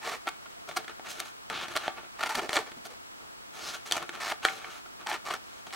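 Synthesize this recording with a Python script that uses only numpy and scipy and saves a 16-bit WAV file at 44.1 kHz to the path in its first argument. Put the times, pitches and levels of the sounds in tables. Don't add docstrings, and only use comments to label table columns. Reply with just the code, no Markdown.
import sys
import numpy as np
from scipy import signal
from scipy.fft import rfft, irfft
from scipy.io import wavfile
from scipy.ndimage import uniform_filter1d

SR = 44100
rng = np.random.default_rng(int(sys.argv[2]) if len(sys.argv) > 2 else 0)


def store_wav(level_fs):
    pcm = np.round(np.clip(np.atleast_2d(level_fs), -1, 1) * 32767)
    wavfile.write(sys.argv[1], SR, pcm.T.astype(np.int16))


N = 253575
TIME = np.arange(N) / SR
CUT_RELEASE_DB_PER_S, SLIDE_RELEASE_DB_PER_S, BEND_RELEASE_DB_PER_S = 684, 492, 520


def amp(db):
    return 10 ** (np.asarray(db) / 20)


def unit_energy(x):
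    return x / np.sqrt(np.sum(x ** 2))


def decay(t, t60):
    return np.exp(-np.log(1000) * t / t60)


def spectrum_db(points, hz):
    points_hz, db = np.transpose(points)
    return np.interp(np.log(hz + 1), np.log(points_hz), db)


# frequency_hz, relative_density_db
HISS_MID = [(15, -42), (25, -10), (49, -7.5), (67, -6), (86, -9), (213, -9), (243, -4.5), (271, -6.5),
            (529, -9.5), (1310, -2.5), (1810, -9), (3180, -11), (6040, -14.5), (8100, -15.5),
            (15000, -23.5)]
HISS_SIDE = [(15, -36), (25, -9), (181, -8.5), (213, -5.5), (373, -6), (621, -9), (691, 1), (749, -11),
             (856, -4.5), (1150, -6.5), (1240, -7), (3180, -14.5), (3630, -16), (5570, -18.5),
             (15000, -31.5)]
def hiss():
    hz = np.arange(N + 1) * SR / (2 * N)
    def noise(points, rms_db):
        shaped = irfft(rfft(rng.standard_normal(2 * N)) * amp(spectrum_db(points, hz)))[:N]
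        return amp(rms_db) * np.sqrt(N) * unit_energy(shaped)
    mid, side = noise(HISS_MID, rms_db=-56.5), noise(HISS_SIDE, rms_db=-46.5)
    return np.array([mid + side, mid - side])


# pitch_hz, rms_db
WHINE_PARTIALS = [(7867, -78), (15734, -74)]
def whine():
    return sum(amp(db) * np.sqrt(2) * np.sin(2 * np.pi * hz * TIME) for hz, db in WHINE_PARTIALS)


# low_hz, high_hz
BAND_EDGES = [(700, 4000), (100, 700), (4000, 16000)]
def crossover(x):
    def twice(v, edge_hz, kind):
        sos = signal.butter(2, edge_hz, kind, fs=SR, output="sos")
        return signal.sosfilt(sos, signal.sosfilt(sos, v))
    low_hz, high_hz = BAND_EDGES[0]
    upper = twice(x, low_hz, "high")
    return twice(upper, high_hz, "low"), twice(x, low_hz, "low"), twice(upper, high_hz, "high")


# frequency_hz, width_hz, lift_db
SHEET_MODES = [(348, 46, 10.5), (444, 40, 11), (625, 224, 11.5), (771, 172, 10), (890, 74, 10.5),
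               (1139, 285, 10.5), (1303, 172, 8), (1400, 106, 9.5), (1525, 45, 10), (1760, 287, 11.5),
               (2184, 200, 5.5), (2444, 420, 6), (2896, 23, 5), (3180, 540, 5), (3580, 50, 5.5),
               (4154, 230, 4)]
def sheet_response(radiation, size=4096):
    hz = np.arange(size // 2 + 1) * SR / size
    peaks_db = sum(lift / (1 + (2 * (hz - centre) / width) ** 2) for centre, width, lift in SHEET_MODES)
    cepstrum = irfft(np.log(amp(spectrum_db(radiation, hz) + peaks_db)))
    cepstrum[1:size // 2] *= 2
    cepstrum[size // 2 + 1:] = 0
    return irfft(np.exp(rfft(cepstrum)))


# pitch_hz, relative_level_db, t60_s
STEEL_MODES = [(775, -5, 0.23), (1165, -11, 0.33), (1245, 1, 0.079), (1380, -4, 0.09), (1800, -24.5, 0.097),
               (2175, -7, 0.17), (2325, -11, 0.11)]
def blade_modes(t):
    return np.array([amp(db) * decay(t, t60) * np.sin(2 * np.pi * hz * t)
                     for hz, db, t60 in STEEL_MODES])


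def transfer_path(radiation, flutter_db, flutter_t60, blade_db, room_db, room_t60, side_db, size=22050):
    t = TIME[:size]
    noise = rng.standard_normal((4, size))
    flutter = noise[:2] * decay(t, flutter_t60)
    room = noise[2:] * decay(t, room_t60) * np.clip(t / 0.014, 0, 1)
    mid = (t == 0) + amp(flutter_db) * unit_energy(flutter[0]) + amp(room_db) * unit_energy(room[0])
    side = amp(side_db) * unit_energy(flutter[1]) + amp(room_db) * unit_energy(room[1])
    sheet = unit_energy(sheet_response(radiation))
    mid, side = (signal.fftconvolve(v, sheet)[:size] for v in (mid, side))
    mid = mid + amp(blade_db) * unit_energy(blade_modes(t).sum(axis=0))
    ears = np.array([mid + side, mid - side])
    return [band / np.linalg.norm(band.mean(axis=0)) for band in crossover(ears)]


# frequency_hz, relative_level_db
TORN_SPECTRUM = [(60, -18), (150, -6.5), (300, 1.5), (500, -5), (1200, -6.5), (2000, -4), (3000, -2),
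                 (4500, -1), (8200, -7.5), (11000, -13.5), (16000, -20.5)]
RUBBED_SPECTRUM = [(60, -14.5), (150, -2), (300, -3.5), (500, -8), (1200, -5.5), (2000, -1), (3000, -0.5),
                   (4500, -3), (8200, -10), (11000, -14.5), (16000, -23)]
SNIPPED_SPECTRUM = [(60, -24), (150, -23), (300, -8.5), (500, -10.5), (1200, -5), (2000, -5), (3300, -2),
                    (4500, 1.5), (6500, -7.5), (9000, -7.5), (11000, -12), (16000, -19)]
STRUCK_SPECTRUM = [(60, -11), (150, -7.5), (300, -1.5), (500, -8), (1200, -10.5), (2000, -1.5),
                   (3000, -1.5), (4500, -5), (6500, -9), (8500, -12), (11000, -21), (16000, -29)]
def contact_paths():
    torn = transfer_path(TORN_SPECTRUM, flutter_db=-5, flutter_t60=0.067, blade_db=-14.5,
                         room_db=-18.5, room_t60=0.43, side_db=-15.5)
    rubbed = transfer_path(RUBBED_SPECTRUM, flutter_db=-7.5, flutter_t60=0.016, blade_db=-26,
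                           room_db=-14, room_t60=0.49, side_db=-20)
    snipped = transfer_path(SNIPPED_SPECTRUM, flutter_db=-3, flutter_t60=0.02, blade_db=-29.5,
                            room_db=-17, room_t60=0.35, side_db=-14.5)
    struck = transfer_path(STRUCK_SPECTRUM, flutter_db=-5.5, flutter_t60=0.0063, blade_db=-15,
                           room_db=-11, room_t60=0.23, side_db=-31)
    return torn, rubbed, snipped, struck


def radiate(forces, path):
    return sum(signal.fftconvolve(force[None], band, axes=1)[:, :N] for force, band in zip(forces, path))


def fibres(grains_per_s, scatter_db, slips_per_s, slip_db, rub_db):
    sizes = amp(scatter_db * np.minimum(rng.exponential(size=N), 4))
    grains = (rng.random(N) < grains_per_s / SR) * sizes * rng.choice([-1, 1], N)
    slip_index = np.cumsum(rng.random(N) < slips_per_s / SR)
    grip = amp(slip_db * np.clip(rng.standard_normal(N), -2, 2)[slip_index])
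    force = grip * (grains / grains.std() + amp(rub_db) * rng.standard_normal(N))
    return force / np.sqrt(uniform_filter1d(force ** 2, size=900) + 1e-9)


def contact_colour(contacts_per_s=250, spread_db=0.5):
    contact_index = np.cumsum(rng.random(N) < contacts_per_s / SR)
    return amp(-spread_db * rng.standard_normal((N, 3))[contact_index].T)


def band_gains(level_db, bass_db, treble_db):
    return amp(level_db + np.array([[0], [bass_db], [treble_db]]))


def stroke_envelope(start_s, attack_s, length_s, rise_db, release_db_per_s):
    age = TIME - start_s
    held_db = rise_db * (np.clip(age / length_s, 0, 1) - .5)
    released_db = release_db_per_s * np.clip(age - length_s, 0, .5)
    return np.clip(age / attack_s, 0, 1) * amp(held_db - released_db)


def stroke_effort(strokes, release_db_per_s):
    power = np.zeros((3, N))
    for start, attack, length, db, rise, bass, treble, *_ in strokes:
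        envelope = stroke_envelope(start, attack, length, rise, release_db_per_s)
        power += (band_gains(db, bass, treble) * envelope) ** 2
    return np.sqrt(power)


def resonance(starts_s, pitches_hz, force, width_hz):
    stroke_index = np.maximum(np.searchsorted(starts_s, TIME) - 1, 0)
    carrier = np.exp(2j * np.pi * np.cumsum(pitches_hz[stroke_index]) / SR)
    pole = np.exp(-np.pi * width_hz / SR)
    ring = (carrier * signal.lfilter([1], np.poly([pole, pole]), force / carrier)).imag
    return ring / ring.std()


def hollow_note(strokes, release_db_per_s, crunch_effort, width_hz):
    starts, *_, pitches, _ = np.transpose(strokes)
    drive = np.hypot(stroke_effort(strokes, release_db_per_s)[0], crunch_effort[0])
    share = sum(amp(note_db) * stroke_envelope(start, attack, length, 0, release_db_per_s)
                for start, attack, length, *_, note_db in strokes)
    force = fibres(grains_per_s=640, scatter_db=0, slips_per_s=150, slip_db=2, rub_db=3)
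    return drive * share * resonance(starts, pitches, force, width_hz)


# start_s, attack_s, length_s, level_db, rise_db, bass_db, treble_db
SLIDE_STROKES = [(0.49, 0.014, 0.057, -63.5, -7, -2.5, -1), (0.67, 0.014, 0.047, -51, -1, -3, -5),
                 (0.78, .01, 0.021, -42.5, -9, -6, -12), (0.893, 0.0041, 0.0093, -40, -15, -12, -15),
                 (1.03, 0.034, 0.047, -45, 5.5, -12, -9), (1.08, 0.021, 0.036, -46.5, 0, -7.5, 5.5),
                 (1.13, .01, 0.059, -50.5, 5, -7, -4.5), (1.2, .008, 0.022, -43, -1, -11, -11),
                 (1.24, 0.023, 0.05, -48, -8.5, -18, -3.5), (1.498, 0.0025, 0.06, -39, -6, -9, -16),
                 (1.533, 0.016, .11, -41.5, 10, -10.5, -12), (1.68, 0.039, 0.049, -42, -1, -7.5, -8.5),
                 (1.785, 0.017, 0.09, -41, 8, -12.5, -13.5), (1.953, 0.023, 0.037, -45, 1, -6, -17),
                 (2.02, 0.012, 0.042, -54, -4, -4, -18), (2.12, .04, 0.069, -58, 5, -9, -19),
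                 (3.17, 0.075, 0.1, -62.5, -6, 4, -4), (3.52, 0.036, 0.12, -49.5, 4, -8.5, -2.5),
                 (3.6, 0.082, 0.11, -43, 2, -9, -2), (3.725, 0.021, 0.021, -37, -2, -14.5, -3.5),
                 (3.853, 0.0067, 0.054, -47, -9.5, -15, -2), (3.985, .01, 0.046, -44, 7, -7, -17),
                 (4.12, 0.023, 0.076, -45, -9, -8, -13), (4.415, 0.031, 0.037, -36, 2, -13, -10),
                 (4.49, .005, 0.095, -50, -7, -4, -0.5), (4.565, 0.0086, .12, -49, 2.5, -11, -11.5),
                 (4.69, 0.015, 0.093, -49.5, -2.5, -18, -5), (4.98, 0.036, 0.035, -48, 0, -7, -15),
                 (5.42, 0.022, 0.18, -63.5, 7, -9, -1), (5.665, 0.0036, 0.0082, -45, -8, -6.5, -6)]
def sliding(path):
    effort = stroke_effort(SLIDE_STROKES, SLIDE_RELEASE_DB_PER_S) * contact_colour()
    grains = fibres(grains_per_s=5000, scatter_db=2.5, slips_per_s=160, slip_db=3, rub_db=-3)
    return radiate(effort * grains, path)


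# start_s, attack_s, length_s, level_db, rise_db, pitch_hz
RASP_STROKES = [(0.04, .015, .11, -48.5, -15, 3600), (1.52, .035, 0.11, -40.5, -9, 3430),
                (3.55, .09, .15, -46.5, 10, 4900), (4.207, .025, 0.065, -43, -2, 4500)]
def rasping():
    starts, *_, pitches = np.transpose(RASP_STROKES)
    envelope = sum(amp(db) * stroke_envelope(start, attack, length, rise, SLIDE_RELEASE_DB_PER_S)
                   for start, attack, length, db, rise, _ in RASP_STROKES)
    force = fibres(grains_per_s=2100, scatter_db=9, slips_per_s=630, slip_db=3, rub_db=6)
    return envelope * resonance(starts, pitches, force, width_hz=2500)


# start_s, attack_s, length_s, level_db, rise_db, bass_db, treble_db, pitch_hz, relative_note_db
BEND_STROKES = [(0.04, 0.026, 0.13, -48, -13, -11, -3.5, 458, -4),
                (2.36, 0.024, 0.031, -37, 1, 1, -5.5, 374, -7),
                (2.405, 0.013, 0.047, -43, 1, 2, -7.5, 390, -1),
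                (2.492, 0.0028, 0.026, -41, 7, -25, -9.5, 440, -8),
                (2.53, 0.03, 0.048, -31, -8, -24, -6, 614, -3),
                (2.584, 0.0061, 0.028, -44, -4, 2, -11, 438, -2.5),
                (2.66, 0.01, 0.021, -44, -7, -10, -11, 463, -8),
                (2.765, 0.0045, 0.043, -66, -12, 3, -2, 231, 7.5),
                (2.885, 0.02, .05, -54, -3, -4.5, -6, 503, -4.5)]
def bending(path):
    effort = stroke_effort(BEND_STROKES, BEND_RELEASE_DB_PER_S) * contact_colour()
    grains = fibres(grains_per_s=790, scatter_db=3, slips_per_s=150, slip_db=10, rub_db=0.5)
    return radiate(effort * grains, path)


# peak_s, swell_s, level_db, bass_db, treble_db
AVALANCHES = [(0.074, 0.007, -36.5, 1, -12), (0.135, 0.0072, -38, -24, -8.5), (0.274, 0.0075, -32, -3, -15),
              (0.289, 0.0039, -33.5, -25, -8), (0.464, 0.0077, -46.5, -10.5, -36),
              (0.691, 0.0054, -41, 0, -5.5), (0.772, 0.0081, -29, -7.5, -4.5), (1.201, 0.0044, -34, -20, 1),
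              (1.766, 0.0092, -27.5, -9, -9.5), (2.21, 0.0032, -31.5, -12, -13),
              (2.235, 0.0068, -27.5, -22, -11), (2.268, 0.0075, -31, -11, -9),
              (2.296, 0.0044, -30, -5, -6.5), (2.353, 0.0053, -25.5, -16, -7.5),
              (2.395, 0.008, -29.5, -18, -17), (2.539, 0.005, -33, -17, -4), (2.557, .003, -28.5, -5, -8),
              (2.572, 0.0069, -24, -4.5, -28), (2.86, 0.011, -45, -1.5, 0.5), (3.969, 0.0029, -34.5, 6, -3),
              (4.027, 0.0038, -38.5, -27, -10), (4.301, 0.0057, -30, -16, -6),
              (4.322, 0.0043, -29.5, -1.5, -18), (4.861, 0.0018, -42, -2.5, -35),
              (5.098, 0.0033, -37.5, -23, -1), (5.126, 0.0059, -38.5, 0, -9),
              (5.146, 0.0077, -37.5, -6, -31), (5.308, 0.0055, -33, -5.5, -15),
              (5.339, 0.0024, -30, -22, -6.5)]
def avalanche_effort():
    effort = np.zeros((3, N))
    for peak_s, swell_s, db, bass, treble in AVALANCHES:
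        swell = 1 / np.cosh(np.clip(1.65 * (TIME - peak_s) / swell_s, -20, 20))
        effort += band_gains(db, bass, treble) * swell
    return effort


def crunching(path, crunch_effort):
    effort = crunch_effort * contact_colour()
    grains = fibres(grains_per_s=3500, scatter_db=5, slips_per_s=570, slip_db=-1, rub_db=-20)
    return radiate(effort * grains, path)


# time_s, middle_peak_db, bass_db, treble_db, ring_hz, relative_chatter_db
BLADE_IMPACTS = [(0.277, -16, -30, -25, 1070, -7), (0.712, -27, -18, -14, 1180, -9),
                 (0.771, -36, -31, -15, 670, 4), (0.844, -37.5, -3, -2.5, 1320, 1),
                 (0.879, -27.5, -19, -15, 1400, 14), (0.995, -33, -2, -25, 770, -7),
                 (1.499, -22, -8, -1.5, 1470, -4.5), (1.682, -31, -2.5, -4.5, 880, 7),
                 (1.754, -19.5, -7, -18, 1340, -6), (1.771, -20, -20, 2, 1350, 7),
                 (1.879, -15.5, -7.5, -17, 720, -8), (2.492, -20.5, 0, -2.5, 2130, -3),
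                 (2.53, -20.5, -4, 4, 1300, -2), (2.566, -17.5, -3, 0.5, 616, 7.5),
                 (2.717, -35, -2.5, -3.5, 1460, 7), (3.911, -23.5, 0, 5.5, 3700, -1),
                 (3.921, -19.5, -10, 5.5, 3370, 4.5), (4.092, -23, -3.5, -6, 1470, -1),
                 (4.152, -30.5, -15, -1, 1270, -14), (4.269, -22, -7.5, -21, 1330, -15),
                 (4.321, -19, -24, -35, 830, -6), (4.45, -7, -9, -6, 1400, -2),
                 (4.485, -14, -42, -32, 2250, -1.5), (4.644, -27, -7, -28, 2270, 3),
                 (5.07, -21.5, -16, -2, 1220, -6), (5.114, -18, -24, -25, 880, -1),
                 (5.307, -23, -2, -22, 1210, -8), (5.338, -24, -15, -15, 1400, -19),
                 (5.706, -36, -18, -6, 4360, 3)]
def clicking(path, contact_s=0.001, size=8000):
    forces, t = np.zeros((3, N + size)), TIME[:size]
    modes = blade_modes(t)
    for time_s, db, bass, treble, ring_hz, chatter_db in BLADE_IMPACTS:
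        noise = rng.standard_normal((3, size))
        creak = amp(-16) * unit_energy(noise[0] * decay(t, t60=0.035))[::-1]
        ring = amp(-10) * unit_energy(np.cos(2 * np.pi * ring_hz * t) * decay(t, t60=0.007))
        chatter = amp(chatter_db) * unit_energy(noise[1] * decay(t, t60=0.022))
        steel = amp(-22) * unit_energy(noise[2, :len(modes)] @ modes)
        blow = np.concatenate([creak, (t == 0) + ring + chatter + steel])
        middle_peak = np.abs(signal.fftconvolve(blow, path[0].mean(axis=0)[:size])).max()
        strike = int((time_s + contact_s) * SR)
        forces[:, strike - size:strike + size] += band_gains(db, bass, treble) * blow / middle_peak
    return radiate(forces[:, :N], path)


# start_s, attack_s, length_s, level_db, rise_db, bass_db, treble_db, pitch_hz, relative_note_db
CUT_STROKES = [(0.003, 0.095, 0.15, -37, -7.5, -11, -9.5, 1154, -6.5),
               (2.184, 0.01, 0.083, -39, 5, -11, -11, 877, -10),
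               (2.291, .004, 0.033, -39, 4, -17, -6.5, 870, 2),
               (2.343, 0.0072, 0.031, -43.5, 3, 0.5, -0.5, 900, -7),
               (3.918, 0.0048, 0.054, -38.5, 9.5, -9, -9, 920, -7),
               (4.196, 0.011, 0.12, -37.5, 2, -16, -7.5, 925, -15),
               (4.452, 0.0036, 0.027, -43, -4, -17, -4, 1240, -5),
               (5.06, 0.0045, 0.089, -37.5, 7, -14, -11, 843, -3.5),
               (5.24, 0.025, 0.11, -39.5, 0.5, -9.5, -8, 1166, -3.5),
               (5.724, 0.0087, 0.027, -38, -8, -16, -6.5, 1090, -23)]
def cutting(path):
    effort = stroke_effort(CUT_STROKES, CUT_RELEASE_DB_PER_S) * contact_colour()
    grains = fibres(grains_per_s=1600, scatter_db=3.5, slips_per_s=260, slip_db=3.5, rub_db=-5)
    return radiate(effort * grains, path)


def scene():
    torn, rubbed, snipped, struck = contact_paths()
    crunch_effort = avalanche_effort()
    card = cutting(torn) + bending(torn) + sliding(rubbed) + crunching(snipped, crunch_effort)
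    strip_note = hollow_note(CUT_STROKES, CUT_RELEASE_DB_PER_S, crunch_effort, width_hz=92)
    sheet_note = hollow_note(BEND_STROKES, BEND_RELEASE_DB_PER_S, crunch_effort, width_hz=105)
    return card + strip_note + sheet_note + rasping() + clicking(struck) + hiss() + whine()


def record(dry):
    return signal.sosfilt(signal.ellip(10, .1, 70, 16000, fs=SR, output="sos"), dry)


dry = scene()
out = record(dry)
store_wav(out)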